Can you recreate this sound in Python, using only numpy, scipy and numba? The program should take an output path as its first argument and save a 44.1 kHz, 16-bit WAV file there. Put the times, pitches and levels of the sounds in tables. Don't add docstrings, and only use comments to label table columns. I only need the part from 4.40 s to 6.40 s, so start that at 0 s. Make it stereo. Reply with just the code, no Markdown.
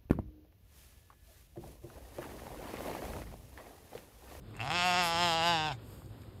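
import sys
import numpy as np
from scipy import signal
from scipy.fft import rfft, irfft
from scipy.io import wavfile
from scipy.ndimage import uniform_filter1d, map_coordinates
from numba import njit

SR = 44100
rng = np.random.default_rng(int(sys.argv[2]) if len(sys.argv) > 2 else 0)


def transcribe(u):
    v = np.clip(np.atleast_2d(u).T, -1, 1)
    q = np.round(v * 32767).astype(np.int16)
    wavfile.write(sys.argv[1], SR, q)


N = 88200
T = np.arange(N) / SR


def undb(db):
    return 10 ** (np.asarray(db) / 20)


def unit(x):
    return x / np.sqrt(np.mean(x ** 2))


def curve(table, column=1, at=T):
    columns = np.array(table).T
    return np.interp(at, columns[0], columns[column])


@njit
def band(x, hz, width):
    y, band_state, low_state = np.empty(len(x)), 0., 0.
    for i in range(len(x)):
        g, damping = np.tan(np.pi * hz[i] / SR), width[i] / hz[i]
        v = (band_state + g * (x[i] - low_state)) / (1 + g * (g + damping))
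        band_state = 2 * v - band_state
        low_state += 2 * g * v
        y[i] = damping * v
    return y


def resonate(x, hz, width):
    return band(x, hz + np.zeros(N), width + np.zeros(N))


def butter(x, order, hz, kind="low"):
    return signal.sosfilt(signal.butter(order, hz, kind, fs=SR, output="sos"), x)


def delayed(x, lag_ms):
    return map_coordinates(x, [(T - lag_ms / 1000) * SR])


def noise(points):
    hz, db = np.array(points).T
    f = np.maximum(np.arange(N // 2 + 1) * SR / N, 1)
    shape_db = np.interp(np.log(f), np.log(hz), db, -36 + db[0], -45 + db[-1])
    return unit(irfft(rfft(rng.standard_normal(N)) * undb(shape_db), N))


def walk(rate):
    k = int(SR / rate)
    steps = np.repeat(rng.standard_normal(N // k + 1), k)
    return unit(uniform_filter1d(steps, k)[:N])


# frequency in Hz, left minus right in dB, how far the left leads in radians.
PORT_DIFFERENCE = [(100, 0, 0), (400, -2.5, -.9), (950, -8, -1.4), (1200, -10, .1), (1600, -5, .8),
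                   (2250, 2.5, 1.7), (2650, 0, 1.6), (3050, -7, 2.1), (3700, -1.5, 1.6), (4400, -3, 2.1),
                   (5300, 1.5, 2.4), (6000, 0, 3.14), (7200, 0, 5.6), (8000, 0, 6.2), (8900, 0, 6.45),
                   (9600, -.5, 9.2), (10500, 0, 9.55), (12000, 0, 12.5), (13200, 0, 12.9), (14000, 0, 15.6),
                   (14900, 0, 18.2), (16000, 0, 18.8)]


def ports(x, lean_db=0):
    hz, db, turn = np.array(PORT_DIFFERENCE).T
    f = np.arange(N // 2 + 1) * SR / N
    left = irfft(rfft(x) * undb(np.interp(f, hz, db)) * np.exp(1j * np.interp(f, hz, turn)), N)
    low = butter(left, 2, 1000)
    return np.array([left + low * (undb(lean_db) - 1), x])


# frequency in Hz, relative strength in dB per Hz.
RUMBLE_TONE = [(25, -32), (35, -24), (48, -4.5), (85, -6.5), (113, 1.5), (140, -11.5), (200, -13.5),
               (330, -13.5), (420, -19)]
# frequency in Hz, relative strength in dB per Hz.
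RUSTLE_TONE = [(300, -24.5), (450, 1), (700, -6.5), (1400, -12), (2200, -19), (3500, -17.5), (5300, -25)]
# time in seconds, level in dB before flicker.
RUSTLE_LOUDNESS = [(0, -68), (.06, -60), (.12, -59), (.18, -57), (1.36, -60), (1.5, -59.5), (1.62, -61),
                   (1.72, -60.5), (1.83, -60), (1.9, -61.5), (2, -61)]
# frequency in Hz, relative strength in dB.
WIDE_TONE = [(35, -33), (60, 3.5), (486, 6), (732, -1), (834, 3), (1490, -5), (1700, -7.5), (5200, -14.5),
             (6760, -75), (11400, -120)]
# frequency in Hz, relative strength in dB per Hz.
HISS_TONE = [(4500, 7), (6000, -1.5), (8000, -2.5), (10500, 2.5), (13000, -1.5), (14000, -4), (15500, -15),
             (16500, -15)]
# time in seconds, level in dB before flicker and ports.
HISS_LOUDNESS = [(0, -71.5), (.17, -71), (.3, -71), (1.33, -71), (1.37, -72), (1.45, -64.5), (1.529, -59.5),
                 (1.62, -64), (1.75, -69.5), (1.82, -64.5), (1.9, -70.5), (2, -67)]
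RUMBLE_DB, WIDE_DB = -49, -60.5
FLICKER_DB, FLICKER_HZ = 1.2, 14


def flicker():
    return undb(FLICKER_DB * walk(FLICKER_HZ))


def field():
    rumble = noise(RUMBLE_TONE) * undb(RUMBLE_DB)
    rustle = noise(RUSTLE_TONE) * undb(curve(RUSTLE_LOUDNESS)) * flicker()
    side = noise(WIDE_TONE) * undb(WIDE_DB) * flicker()
    hiss = noise(HISS_TONE) * undb(curve(HISS_LOUDNESS)) * flicker()
    middle = rumble + rustle
    return np.array([middle + side, middle - side]) + ports(hiss)


HOOF_FALL_S, HOOF_RISE_S = .004, .0006
KNOCK = 10.3
# time in seconds, gain in dB before filtering, centre of the tone in Hz.
HOOF_STEPS = [(0.108, -60, 9600), (0.167, -45.5, 7600), (1.62, -37, 900), (1.66, -54, 5060),
              (1.819, -46.5, 3650), (1.835, -47, 1900)]


def hooves():
    out = np.zeros(N)
    for s, db, hz in HOOF_STEPS:
        fade_s = np.where(T < s, HOOF_RISE_S, HOOF_FALL_S)
        burst = np.exp(-np.abs(T - s) / fade_s) * rng.standard_normal(N)
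        burst[int(s * SR)] += KNOCK
        out += undb(db) * resonate(resonate(burst, hz, hz), hz, hz)
    return ports(out)


# time in seconds, relative level in dB, then trims in dB for the second,
# the third and the fourth throat row, the fifth to seventh together and the eighth, left minus right lean
# of the lows in dB, then trims in dB for the treble (last three throat rows), nasal ring and chest.
BLEAT_SHAPE = [(0.19, -54.5, 12.5, 13, -28, -17, -5, -5, -11, -8, 3),
               (0.206, -43, 2.5, 18, -2, -4.5, 2.5, 4, -6, -10, 8),
               (0.25, -39, -3, -1, -6.5, -10, -5, 0.5, 1, -6, 0.5),
               (0.296, -38.5, -3, -2.5, -8.5, -6, -15, 6, -2, 5, -13),
               (0.312, -38, 2.5, 4, 0, -8, -5, -2, 5, -11, 4),
               (0.356, -35, 2.5, 11, 4, 4.5, 3.5, 2.5, 6.5, 14, 6.5),
               (0.42, -31.5, 3, 11.5, 3.5, 0, 5, 3, 7, 2, -8),
               (0.455, -28.5, -1, 7, -3, -4, 3, 0, 1.5, 6, -3.5),
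               (0.532, -28.5, -1, 6, -3.5, -2.5, 2.5, -1, 4, -12, -5.5),
               (0.592, -29.5, 3.5, 7.5, -0.5, 1.5, 1, 1, 5.5, -8, 1.5),
               (0.64, -31.5, 2.5, 4.5, -0.5, 1, 5.5, -0.5, 17.5, -11, -2),
               (0.676, -32.5, -0.5, 0, 0, 0.5, 5.5, -1, 11, -6, -3),
               (0.748, -32.5, -1, -1.5, 0, 0, -4, -0.5, 1, -9, 0),
               (0.832, -30, 2, 2, 3.5, -0.5, 2.5, 1.5, 5, 1, 3.5),
               (0.928, -30.5, -3, -1, 2, -1, -5, 1, -1, -5, -2),
               (1.01, -30.5, -9.5, 0.5, -1.5, -5, 2, 1.5, -3.5, 16, -2.5),
               (1.074, -28.5, -4.5, 1.5, -0.5, -1, 2, 2, 4, 7.5, -1.5),
               (1.116, -29.5, -4.5, 1.5, -2, -3.5, 1, 3, -9, 7, 0),
               (1.178, -35, -1.5, 2.5, 3, 0.5, 3.5, 3.5, -4, 10.5, 1),
               (1.285, -36, -8.5, -3, 0.5, -4.5, -5.5, 1.5, -21, 9, 2.5),
               (1.318, -37.5, -15.5, -9, -9, -14.5, -23, 5, -22, 7, -6.5),
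               (1.35, -68.5, 6, -17, -16, -27, 1, 1, -5, -10, -2)]
START_S, END_S = BLEAT_SHAPE[0][0], BLEAT_SHAPE[-1][0]


def bleat(column):
    return curve(BLEAT_SHAPE, column)


CREAK_S, CREAK_HZ, CREAK_DB = 0.14, 95.6, -60.5
CREAK_DB_PER_S = 130
FIRST_PULSE_S = .1945
CLOSE_S = 1.324
HUM_SAG_HZ_PER_S = 480
# time in seconds, pitch in Hz before the sag at the close.
VOICE_PITCH = [(0.19, 109.2), (0.215, 112.5), (0.24, 123.8), (0.265, 136.4), (0.29, 143.1), (0.31, 159),
               (0.33, 166.4), (0.345, 172.6), (0.365, 177.1), (0.4, 175.8), (0.425, 176.2), (0.445, 180.2),
               (0.465, 181.5), (0.49, 180.9), (0.515, 176.6), (0.535, 179.4), (0.555, 175.5),
               (0.572, 180.9), (0.59, 182.7), (0.615, 177), (0.645, 172.8), (0.675, 167.1), (0.73, 168),
               (0.755, 166.3), (0.79, 172.8), (0.815, 175.7), (0.84, 175.8), (0.87, 172.3), (0.91, 164.9),
               (0.93, 162.3), (0.97, 164.7), (1.012, 162.1), (1.045, 169.3), (1.07, 172.1), (1.095, 172.3),
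               (1.115, 171.5), (1.15, 163.6), (1.18, 156.7), (1.22, 154.9), (1.27, 154), (1.293, 149.5),
               (1.313, 138.8), (1.335, 129.9)]


def vocal_cycles():
    sag = HUM_SAG_HZ_PER_S * np.clip(T - CLOSE_S, 0, .1)
    phase = np.cumsum(np.where(T < START_S, CREAK_HZ, curve(VOICE_PITCH) - sag)) / SR
    return phase - np.interp(FIRST_PULSE_S, T, phase) % 1


def voice_gain():
    release_s = 0.068
    creak_db = CREAK_DB - CREAK_DB_PER_S * np.clip(START_S - T, 0, 1)
    db = np.where(T < START_S, creak_db, bleat(1)) - 60 * np.clip(T - END_S, 0, 1) / release_s
    gain = uniform_filter1d(undb(db) * (T > CREAK_S), size=100)
    return gain * np.sqrt(SR / curve(VOICE_PITCH))


# time in seconds, timing scatter as a share of the period,
# size scatter in dB, strong-weak step up and down in dB, relative breath level in dB.
ROUGHNESS = [(.12, .1, 3, 0, -16), (.18, .08, 3, 0, -18), (.19, .008, 1, 0, -26), (.26, .012, 1.5, 0, -24),
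             (.32, .008, 1, .5, -24), (.36, .001, .3, 0, -30), (.6, .002, .5, 0, -28),
             (1.25, .001, .3, 0, -30), (1.29, .006, 1, 2, -23), (1.315, .015, 1.5, 1, -14),
             (1.325, .01, 1, 0, -2), (1.35, .05, 3, 0, 0)]
# time in seconds, added strength in dB.
VOICE_CATCHES = [(.2755, 7), (.303, 8), (.3155, 4), (1.29, 2)]
RASP_HZ, RASP_DB = 2970, 3.5


def vocal_folds(phase):
    cycles = np.arange(1, int(phase[-1]))
    at = np.interp(cycles, phase, T)
    time_chance, size_chance = rng.standard_normal((2, len(at)))
    at = at + curve(ROUGHNESS, 1, at) * time_chance / curve(VOICE_PITCH, 1, at)
    size_db = curve(ROUGHNESS, 2, at) * size_chance + curve(ROUGHNESS, 3, at) * (-1.) ** cycles
    size = undb(size_db) * (at < CLOSE_S)
    for s, db in VOICE_CATCHES:
        size[np.argmin(np.abs(at - s))] *= undb(db)

    place = at[:, None] * SR
    index = np.clip(np.round(place).astype(int) + np.arange(-8, 9), 0, N - 1)
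    shape = np.sinc(index - place) * np.cos(np.pi * (index - place) / 18) ** 2
    pulses, even = np.zeros(N), np.zeros(N)
    np.add.at(pulses, index, -shape * size[:, None])
    np.add.at(even, index, -shape * np.sqrt(size[:, None]))

    puff = undb(curve(ROUGHNESS, 4)) * 0.48 * np.exp(-(phase % 1) / 1.33) * rng.standard_normal(N)
    rasp = undb(RASP_DB) * butter(puff, 2, RASP_HZ, "high")
    gain = voice_gain()
    return gain * (even + puff / 4), gain * (pulses + puff / 2 + rasp)


# centre in Hz, width in Hz, relative level in dB before the bleat's trims.
THROAT_RINGS = [(780, 107, 7), (1474, 546, -9), (2711, 161, -2.5), (3327, 555, -7), (5000, 299, -4.5),
                (4110, 300, -25.5), (5550, 570, -9), (6700, 3460, -27.5), (9460, 510, -26.5),
                (10400, 2040, -31.5), (14000, 1200, -46)]
# time in seconds, centres in Hz of the first, third, fourth and fifth
# throat resonance, width in Hz of the first, width in Hz of the third.
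MOUTH = [(.2, 706, 2680, 3350, 4600, 110, 71.5), (0.298, 737, 2657, 3350, 5100, 107, 159),
         (.38, 763, 2668, 3300, 4830, 106, 85), (.45, 734, 2740, 3120, 4850, 74.6, 87),
         (.6, 746, 2763, 3270, 4930, 74, 91), (.68, 753, 2670, 3280, 4980, 111, 170),
         (.76, 758, 2690, 3140, 4950, 111, 199), (.85, 754, 2637, 3300, 5110, 102, 166),
         (.95, 736.6, 2714, 3247, 4693, 109.8, 202), (1.05, 748, 2780, 3490, 4850, 110, 200),
         (1.13, 795, 2880, 3650, 4870, 113, 200), (1.201, 807.3, 2781, 3470, 5000, 119, 292),
         (1.32, 818, 2638, 3444, 5080, 130, 348)]
NASAL_HZ, NASAL_WIDTH_HZ, NASAL_DB = 1542, 37, -12
TREBLE_FLICKER_DB, TREBLE_FLICKER_HZ = 4.5, 14.02
ROLL_OFF_HZ = 14400


def throat(low, high):
    treble = bleat(8) + TREBLE_FLICKER_DB * walk(TREBLE_FLICKER_HZ)
    trim = [0] + [bleat(c) for c in (2, 3, 4, 5, 5, 5, 6)] + [treble] * 3
    out = undb(NASAL_DB + bleat(9)) * resonate(low, NASAL_HZ, NASAL_WIDTH_HZ)
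    for k, (centre, width, level_db) in enumerate(THROAT_RINGS):
        if k in (0, 2, 3, 4):
            centre = curve(MOUTH, max(k, 1))
        if k in (0, 2):
            width = curve(MOUTH, 5 + k // 2)
        drive = high if k else resonate(low, centre, 850)
        sign = -(-1) ** (k + (k > 4))
        out = out + sign * undb(level_db + trim[k]) * resonate(drive, centre, width)
    return butter(butter(out, 4, ROLL_OFF_HZ), 2, 450, "high")


CHEST_WIDTH_HZ, SECOND_DB, THIRD_DB = 33, -10.5, -12


def chest(low):
    out = 0
    for harmonic, db in ((2, SECOND_DB), (3, THIRD_DB)):
        hz = harmonic * curve(VOICE_PITCH)
        once = resonate(low, hz, CHEST_WIDTH_HZ)
        out = out + undb(db + bleat(10)) * resonate(once, hz, CHEST_WIDTH_HZ)
    return out


# time in seconds, rms level in dB.
HUM_LEVEL = [(.17, -56), (.21, -45), (.28, -44), (.36, -46.5), (.6, -44.5), (.72, -48), (.84, -42),
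             (.96, -47.5), (1.09, -42), (1.2, -44.5), (1.3, -46), (1.335, -39.5), (1.37, -58), (1.41, -75)]


def chest_hum(phase):
    level_db = np.interp(T, *np.array(HUM_LEVEL).T, -99, -99)
    return np.sqrt(2) * undb(level_db) * np.sin(2 * np.pi * phase)


GROUND_DB = -9
# time in seconds, lag in ms.
GROUND_ECHO_LAG = [(.2, 0.96), (.5, 0.9), (.7, 0.93), (.85, 0.97), (1.05, 1.01), (1.15, 1.105),
                   (1.25, 1.044), (1.32, 1.33)]


def ground_echo(voice):
    return undb(GROUND_DB) * delayed(voice, curve(GROUND_ECHO_LAG))


# lag in ms at the start of the bleat, drift of the lag
# in ms per second, left gain in dB, right gain in dB.
FLOCK_ECHOES = [(1.9, 0.48, -42, -41), (2.8, -0.526, -65, -13.5), (4.1, 0.887, -21.5, -24),
                (5.3, -0.885, -41, -22.5), (7.7, 1.41, -55, -26.5), (11.2, -1.56, -38, -24.5)]


def flock_echoes(voice):
    bright, out = resonate(voice, 3000, 9600), 0
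    for ms, drift, left_db, right_db in FLOCK_ECHOES:
        out = out + undb([[left_db], [right_db]]) * delayed(bright, ms + drift * (T - START_S))
    return out


def sheep():
    phase = vocal_cycles()
    low, high = vocal_folds(phase)
    voice = undb(17.5) * (throat(low, high) + chest(low))
    voice = voice + ground_echo(voice)
    return chest_hum(phase) + ports(voice, bleat(7)) + flock_echoes(voice)


def scene():
    return field() + hooves() + sheep()


def record(dry):
    return signal.sosfilt(signal.ellip(10, .2, 80, 15700, fs=SR, output="sos"), dry)


dry = scene()
out = record(dry)
transcribe(out)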